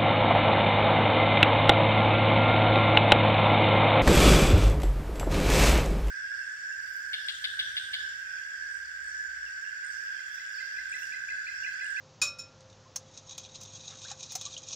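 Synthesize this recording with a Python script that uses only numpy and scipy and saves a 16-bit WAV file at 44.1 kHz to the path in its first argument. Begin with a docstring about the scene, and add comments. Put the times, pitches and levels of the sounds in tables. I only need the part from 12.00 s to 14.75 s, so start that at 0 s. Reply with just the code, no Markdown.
"""A steel whisk knocks on the rim of a glass bowl, touches it again, dips into eggs and beats them.
Decaying modes make the ring; filtered random contacts make the clatter, ticks, taps and drag.
Damped tones make the pings of the wire loops, the bubbles and the plops of trapped air.
A small kitchen answers with decaying noise; room noise and slightly wavering partials of an appliance
hum lie below. It is heard close up and nearly in mono."""
import sys
import numpy as np
from scipy import signal
from scipy.fft import rfft, irfft, next_fast_len
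from scipy.io import wavfile
from scipy.ndimage import map_coordinates

SR = 44100
rng = np.random.default_rng(int(sys.argv[2]) if len(sys.argv) > 2 else 0)


def master(y):
    """Save y as 16-bit WAV."""
    cut = np.clip(np.atleast_2d(y).T, -1, 1)
    pcm = np.round(cut * 32767)  # scale
    wavfile.write(sys.argv[1], SR, pcm.astype(np.int16))


N = 121275  # length in samples

# relative spectrum of the ticks and drag: frequency_hz, level_db
WIRE_SPECTRUM = [(300, -38.5), (1100, -6.5), (1900, -54), (2450, 0.5), (2850, -7), (3800, 4), (4500, -3.5),
                 (6000, 3), (6600, 8), (7400, -6.5), (9000, -21), (11000, -53)]


def amp(db):
    """Level law: decibels to amplitude ratio."""
    return 10 ** (np.asarray(db) / 20)


def unit(x):
    """Power normalisation: scale to rms 1."""
    return x / np.sqrt(np.mean(x ** 2) + 1e-20)


def since(start_s):
    """Elapsed time in seconds since start_s, zero before it."""
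    return np.maximum(np.arange(N) / SR - start_s, 0)


def wobble(rate):
    """Slow random modulation: a smooth curve through rate random knots a second."""
    knots = rng.standard_normal(int(N * rate / SR) + 4)
    return map_coordinates(knots, [since(0) * rate])


def colour(x, points):
    """Minimum-phase filtering through (frequency_hz, level_db) points, keeping the power of white noise."""
    m = 2 * next_fast_len(N)
    hz, db = np.transpose(points)
    log_hz = np.log(np.fft.rfftfreq(m, 1 / SR) + 1)
    gain = unit(amp(np.interp(log_hz, np.log(hz + 1), db)))
    # folding the cepstrum onto positive time makes the filter causal
    cepstrum = irfft(np.log(gain + 1e-6))
    cepstrum[1:m // 2] *= 2
    cepstrum[m // 2 + 1:] = 0
    return irfft(rfft(x, m) * np.exp(rfft(cepstrum)))[:N]


def crackle(rate, spread_db):
    """Shot noise: random contacts, rate a second, of uneven size and either sign, rms 1."""
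    size = amp(spread_db * np.minimum(rng.exponential(size=N), 4))
    contact = rng.random(N) < rate / SR
    return unit(contact * size * rng.choice([-1, 1], N))


def damped_tone(t, hz, rise, t60, attack):
    """Damped oscillator: a decaying sine whose pitch climbs by the fraction rise each second."""
    tone = np.sin(2 * np.pi * hz * t * (1 + rise * t / 2))
    return tone * amp(-60 * t / t60) * (1 - np.exp(-t / attack))


def swells(rows):
    """Power summation of pushes, each growing exponentially to its crest and falling away quickly."""
    RELEASE_S = 0.013  # time constant
    t = since(0)
    power = 0
    for crest_s, db, swell_s in rows:
        shape = np.exp(np.minimum((t - crest_s) / swell_s, (crest_s - t) / RELEASE_S))
        power = power + (amp(db) * shape) ** 2
    return np.sqrt(power)


def stirring():
    """Steady excitation: the constant envelope of a faint churn once the whisk is in."""
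    STIR_FROM_S, STIR_DB = 1, -65.5
    return (since(STIR_FROM_S) > 0) * amp(STIR_DB)


def background():
    """Additive and filtered-noise synthesis: wavering hum partials of an appliance over room noise."""
    AIR_DB = -58  # rms level
    # relative spectrum of the room noise: frequency_hz, level_db
    air_spectrum = [(25, -13.5), (60, -9), (108, 1.5), (330, -10.5), (520, -9), (1050, -11.5), (2100, -20),
                    (6600, -17), (7800, -33), (9000, -60.5)]
    # partials of the appliance: pitch_hz, rms_level_db, waver_depth (0-1)
    hum_partials = [(99.7, -63, 0.1), (148.1, -69, 0), (524.3, -65, 0.25)]
    hum = np.zeros(N)
    for hz, db, waver in hum_partials:
        level = amp(db) * np.sqrt(2) * (1 + waver * wobble(12.08))
        hum += level * np.sin(2 * np.pi * hz * since(0) + 0.59 * wobble(5.82))
    return hum + amp(AIR_DB) * colour(rng.standard_normal(N), air_spectrum)


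def kitchen(x):
    """Reverberation by convolution with decaying noise: the short, slightly dull answer of counter and walls."""
    KITCHEN_T60_S = 0.081
    # relative response of the room: frequency_hz, level_db
    wall_response = [(200, -5), (6500, -1), (15000, -11)]
    t = np.arange(SR // 2) / SR
    tail = rng.standard_normal(len(t)) * amp(-60 * t / KITCHEN_T60_S) * (t > .002)
    echo = signal.fftconvolve(x, tail / np.linalg.norm(tail))[:N]
    return colour(echo, wall_response)


def froth(centre_hz):
    """Superposed bubble resonances: a swarm of small rising tones around one pitch, rms 1."""
    BUBBLES_PER_S, BUBBLE_CYCLES = 600, 31  # the cycles fall by 60 dB
    BUBBLE_SPREAD = 0.46  # largest pitch deviation either way, natural log of the ratio
    swarm, t = np.zeros(N + SR), np.arange(SR // 20) / SR
    for when, pitch, size in rng.random((int(BUBBLES_PER_S * N / SR), 3)):
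        hz = centre_hz * np.exp(BUBBLE_SPREAD * (2 * pitch - 1))
        bubble = damped_tone(t, hz, 9.3, BUBBLE_CYCLES / hz, 0.0004)
        swarm[int(when * N):][:len(t)] += amp(10 * size) * bubble
    return unit(swarm[:N])


def liquid():
    """Bubble resonance: churned egg, gurgles as it folds into the hollow, and larger plops of air."""
    BUBBLE_HZ, SLOSH_DB = 784, -6  # the slosh is relative to the stirring envelope
    GURGLE_SWELL_S, PLOP_RISE_S = 0.022, 0.0059  # time constants
    # egg folding back into the hollow: crest_s, level_db, bubble_pitch_hz
    gurgle_events = [(1.929, -55.5, 870), (1.943, -53.5, 1770), (2.117, -49, 1640), (2.715, -59, 920)]
    # air pockets: start_s, level_db, pitch_hz, pitch_rise_per_s, t60_s
    air_pockets = [(0.856, -46, 1010, 2.8, 0.097), (2.048, -35, 1377, 19, 0.048),
                   (2.113, -24, 780, 3.7, 0.021), (2.355, -25, 716, 4.7, 0.034),
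                   (2.463, -34.5, 1133, 1.8, 0.041), (2.565, -20, 2905, 14, 0.027)]
    sound = amp(SLOSH_DB) * stirring() * froth(BUBBLE_HZ)
    for crest_s, db, hz in gurgle_events:
        sound += swells([(crest_s, db, GURGLE_SWELL_S)]) * froth(hz)
    for start_s, db, hz, rise, t60 in air_pockets:
        sound += amp(db) * damped_tone(since(start_s), hz, rise, t60, PLOP_RISE_S)
    return sound


def wire_loops(x):
    """Resonant filtering: contacts given the broad colour of ticks and drag, one resonance ringing on."""
    LOOP_HZ, LOOP_Q, LOOP_GAIN = 3920, 15.4, 0.56
    b, a = signal.iirpeak(LOOP_HZ, LOOP_Q, fs=SR)
    return colour(x + LOOP_GAIN * signal.lfilter(b, a, x), WIRE_SPECTRUM)


def drag():
    """Friction as many small impacts: wet clicks and brief loop pings as the whisk pulls through foam."""
    CLICKS_PER_S, CLICK_SPREAD_DB = 1200, 0.5
    PINGS_PER_S, PING_T60_S, PING_DB = 420, 0.041, -1.5  # level relative to the clicks
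    PING_HZ, PING_SPREAD = (3675, 5440, 6520), 0.1506  # three clusters, largest relative deviation
    PING_SIZE_DB, CLUMP_DB = 15, 2.8  # range of ping sizes; depth of the random level changes
    # pulls of the whisk through the egg: crest_s, level_db, swell_time_s
    pulls = [(1.185, -54, 0.07), (1.325, -48, 0.03), (1.46, -48, 0.073), (1.555, -48.5, 0.04),
             (1.65, -46, 0.048), (1.775, -50.5, 0.092), (1.9, -44, 0.096), (2.115, -45, 0.2),
             (2.24, -44, 0.05), (2.33, -41.5, 0.05), (2.475, -42, 0.081), (2.555, -42, 0.07),
             (2.74, -42, 0.081)]
    pings, t = np.zeros(N + SR), np.arange(SR // 10) / SR
    for when, loop, pitch, size in rng.random((int(PINGS_PER_S * N / SR), 4)):
        hz = PING_HZ[int(loop * len(PING_HZ))] * (1 + PING_SPREAD * (2 * pitch - 1))
        ping = damped_tone(t, hz, 0, PING_T60_S, 0.00038)
        pings[int(when * N):][:len(t)] += amp(PING_SIZE_DB * size) * ping
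    clicks = unit(wire_loops(crackle(CLICKS_PER_S, CLICK_SPREAD_DB)))
    texture = clicks + amp(PING_DB) * unit(colour(pings[:N], WIRE_SPECTRUM))
    envelope = np.hypot(swells(pulls), stirring())
    return envelope * unit(texture * amp(CLUMP_DB * wobble(110)))


def contact_envelope(start_s, db, t60):
    """Exponential decay: a burst that starts at once and falls by 60 dB in t60 seconds."""
    return (since(start_s) > 0) * amp(db - 60 * since(start_s) / t60)


def wire_ticks():
    """Impact excitation: quick runs of tiny contacts, bright on bare glass, duller under the egg."""
    TAP_DB, TAP_T60_S = 2, 0.04  # gain added to every tap; decay
    TICK_T60_S, LOOP_SPLIT_HZ = 0.035, 4600  # decay; border between low and high modes
    # wires tapping bare glass: start_s, level_db (before TAP_DB)
    bare_taps = [(0.9589, -33.5), (0.961, -37), (1.379, -41.5), (1.6112, -47.5), (1.632, -46),
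                 (2.3208, -38), (2.352, -35), (2.355, -31), (2.413, -43)]
    # wires flicking the glass under the egg: start_s, low_modes_db, high_modes_db (before filtering)
    egg_ticks = [(0.606, -52.5, -52), (0.699, -51.5, -55), (0.727, -52.5, -55.5), (1.175, -45.5, -38),
                 (1.294, -40.5, -41.5), (1.309, -42, -43.5), (1.38, -36, -34.5), (1.449, -42, -52),
                 (1.5479, -39, -47), (1.6142, -48, -40), (1.735, -53, -43), (1.878, -35.5, -42.5),
                 (2.017, -43, -40), (2.084, -45, -41), (2.101, -40, -37), (2.115, -36, -35.5),
                 (2.206, -38.5, -40), (2.229, -41, -36), (2.412, -34.5, -35), (2.4526, -37, -32),
                 (2.463, -36, -46), (2.577, -46, -34.5), (2.686, -40, -36), (2.698, -41.5, -54),
                 (2.7279, -34, -44)]
    # relative spectrum of a tap: frequency_hz, level_db
    tap_spectrum = [(200, -24), (800, -7), (1900, -14.5), (3500, -10), (6600, 6.5), (7800, -8),
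                    (12000, -17.5), (15500, -12.5)]
    taps = sum(contact_envelope(s, db + TAP_DB, TAP_T60_S) for s, db in bare_taps)
    low = sum(contact_envelope(s, low_db, TICK_T60_S) for s, low_db, _ in egg_ticks)
    high = sum(contact_envelope(s, high_db, TICK_T60_S) for s, _, high_db in egg_ticks)
    loops = np.zeros(N)
    for kind, envelope in (("low", low), ("high", high)):
        half = signal.butter(4, LOOP_SPLIT_HZ, kind, fs=SR, output="sos")
        loops += signal.sosfilt(half, envelope * crackle(9000, spread_db=-3.0))
    return wire_loops(loops) + colour(taps * crackle(12000, spread_db=1.5), tap_spectrum)


def glass_mode(t, hz, buzz_depth):
    """Beating of near-degenerate modes: an unsteady partial with a weaker twin close by in pitch."""
    CHATTER_S = 0.12  # time constant of the buzz
    buzz = wobble(261.4) * (buzz_depth * np.exp(-t / CHATTER_S))
    twin_hz = hz + rng.uniform(21, 70) * rng.choice([-1, 1])
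    twin = 0.25 * np.sin(2 * np.pi * twin_hz * t + 2 * np.pi * rng.random())
    partial = np.sin(2 * np.pi * hz * t + 0.097 * wobble(109.3))
    return (1 + buzz) * (partial + twin)


def rim_knocks():
    """Modal synthesis: wires chatter on the rim while the glass rings; each contact favours some modes."""
    CLATTER_T60_S, CLATTER_HOLD_S, CLATTER_DB = 0.18, 0.0078, -5.5  # gain added to every clatter
    RING_RISE_S = 0.0035  # time constant
    FAVOURED_OCTAVES = 0.36  # standard deviation of the favoured range
    # a knock, its rebounds, a second touch: start_s, ring_level_db, clatter_level_db (before
    # CLATTER_DB), peak_boost_db of the favoured modes, favoured_pitch_hz
    contacts = [(0.216, -28, -22.5, 11, 6900), (0.263, -56, -50, 28, 5480), (0.278, -56.5, -50, 16, 3940),
                (0.3858, -48, -45, 20, 6100)]
    # modes of bowl and whisk, one row for each pitch below: relative_level_db, t60_s
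    mode_decays = [(-21.5, 0.54), (-20, 0.51), (-18, 0.83), (-26.5, .17), (3, 0.27), (-7, .3), (-20, 0.17),
                   (-5, 0.21), (-18, 0.14), (-5.5, 0.14), (-8.5, 0.083), (-11, 0.057), (-12.5, .11)]
    # pitches of these modes: pitch_hz
    mode_pitches = [571, 1170, 1384, 1954, 2503, 3860, 4961, 5384, 5440, 7040, 8900, 10950, 15300]
    # relative spectrum of the loose wires: frequency_hz, level_db
    clatter_spectrum = [(200, -23.5), (750, -28), (1350, -11), (2100, -26.5), (4200, -12), (7000, -8),
                        (7900, -22), (16000, -41.5)]
    ring, chatter = np.zeros(N), np.zeros(N)
    for start_s, ring_db, clatter_db, boost_db, favoured_hz in contacts:
        t = since(start_s)
        for hz, (db, t60) in zip(mode_pitches, mode_decays):
            octaves = np.log2(hz / favoured_hz)
            boost = boost_db * np.exp(-(octaves / FAVOURED_OCTAVES) ** 2 / 2)
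            gain = amp(ring_db + db + boost - 60 * t / t60) * (1 - np.exp(-t / RING_RISE_S))
            ring += gain * glass_mode(t, hz, buzz_depth=0.47)
        fall_db = 60 * since(start_s + CLATTER_HOLD_S) / CLATTER_T60_S
        envelope = (t > 0) * amp(clatter_db + CLATTER_DB - fall_db)
        chatter += envelope * crackle(7000, spread_db=2)
    return ring + colour(chatter, clatter_spectrum)


def scene():
    """Mid-side superposition: all sources in the middle, a trace of room at the sides, the rim driest."""
    RING_ROOM_DB, KITCHEN_DB, WIDTH_DB = -22, -9.5, -31  # room sends of rim and egg; side level
    rim = rim_knocks()
    egg = wire_ticks() + drag() + liquid()
    room = kitchen(amp(RING_ROOM_DB) * rim + amp(KITCHEN_DB) * egg)
    mid = rim + egg + room + background()
    side = amp(WIDTH_DB) * kitchen(mid)
    return np.array([mid + side, mid - side])


def record(dry):
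    """Band limiting: every spectral component at or above the limit is removed."""
    TOP_HZ = 15600
    m = next_fast_len(N + SR // 2)
    passband = np.fft.rfftfreq(m, 1 / SR) < TOP_HZ
    return irfft(rfft(dry, m) * passband, m)[:, :N]


dry = scene()
out = record(dry)
master(out)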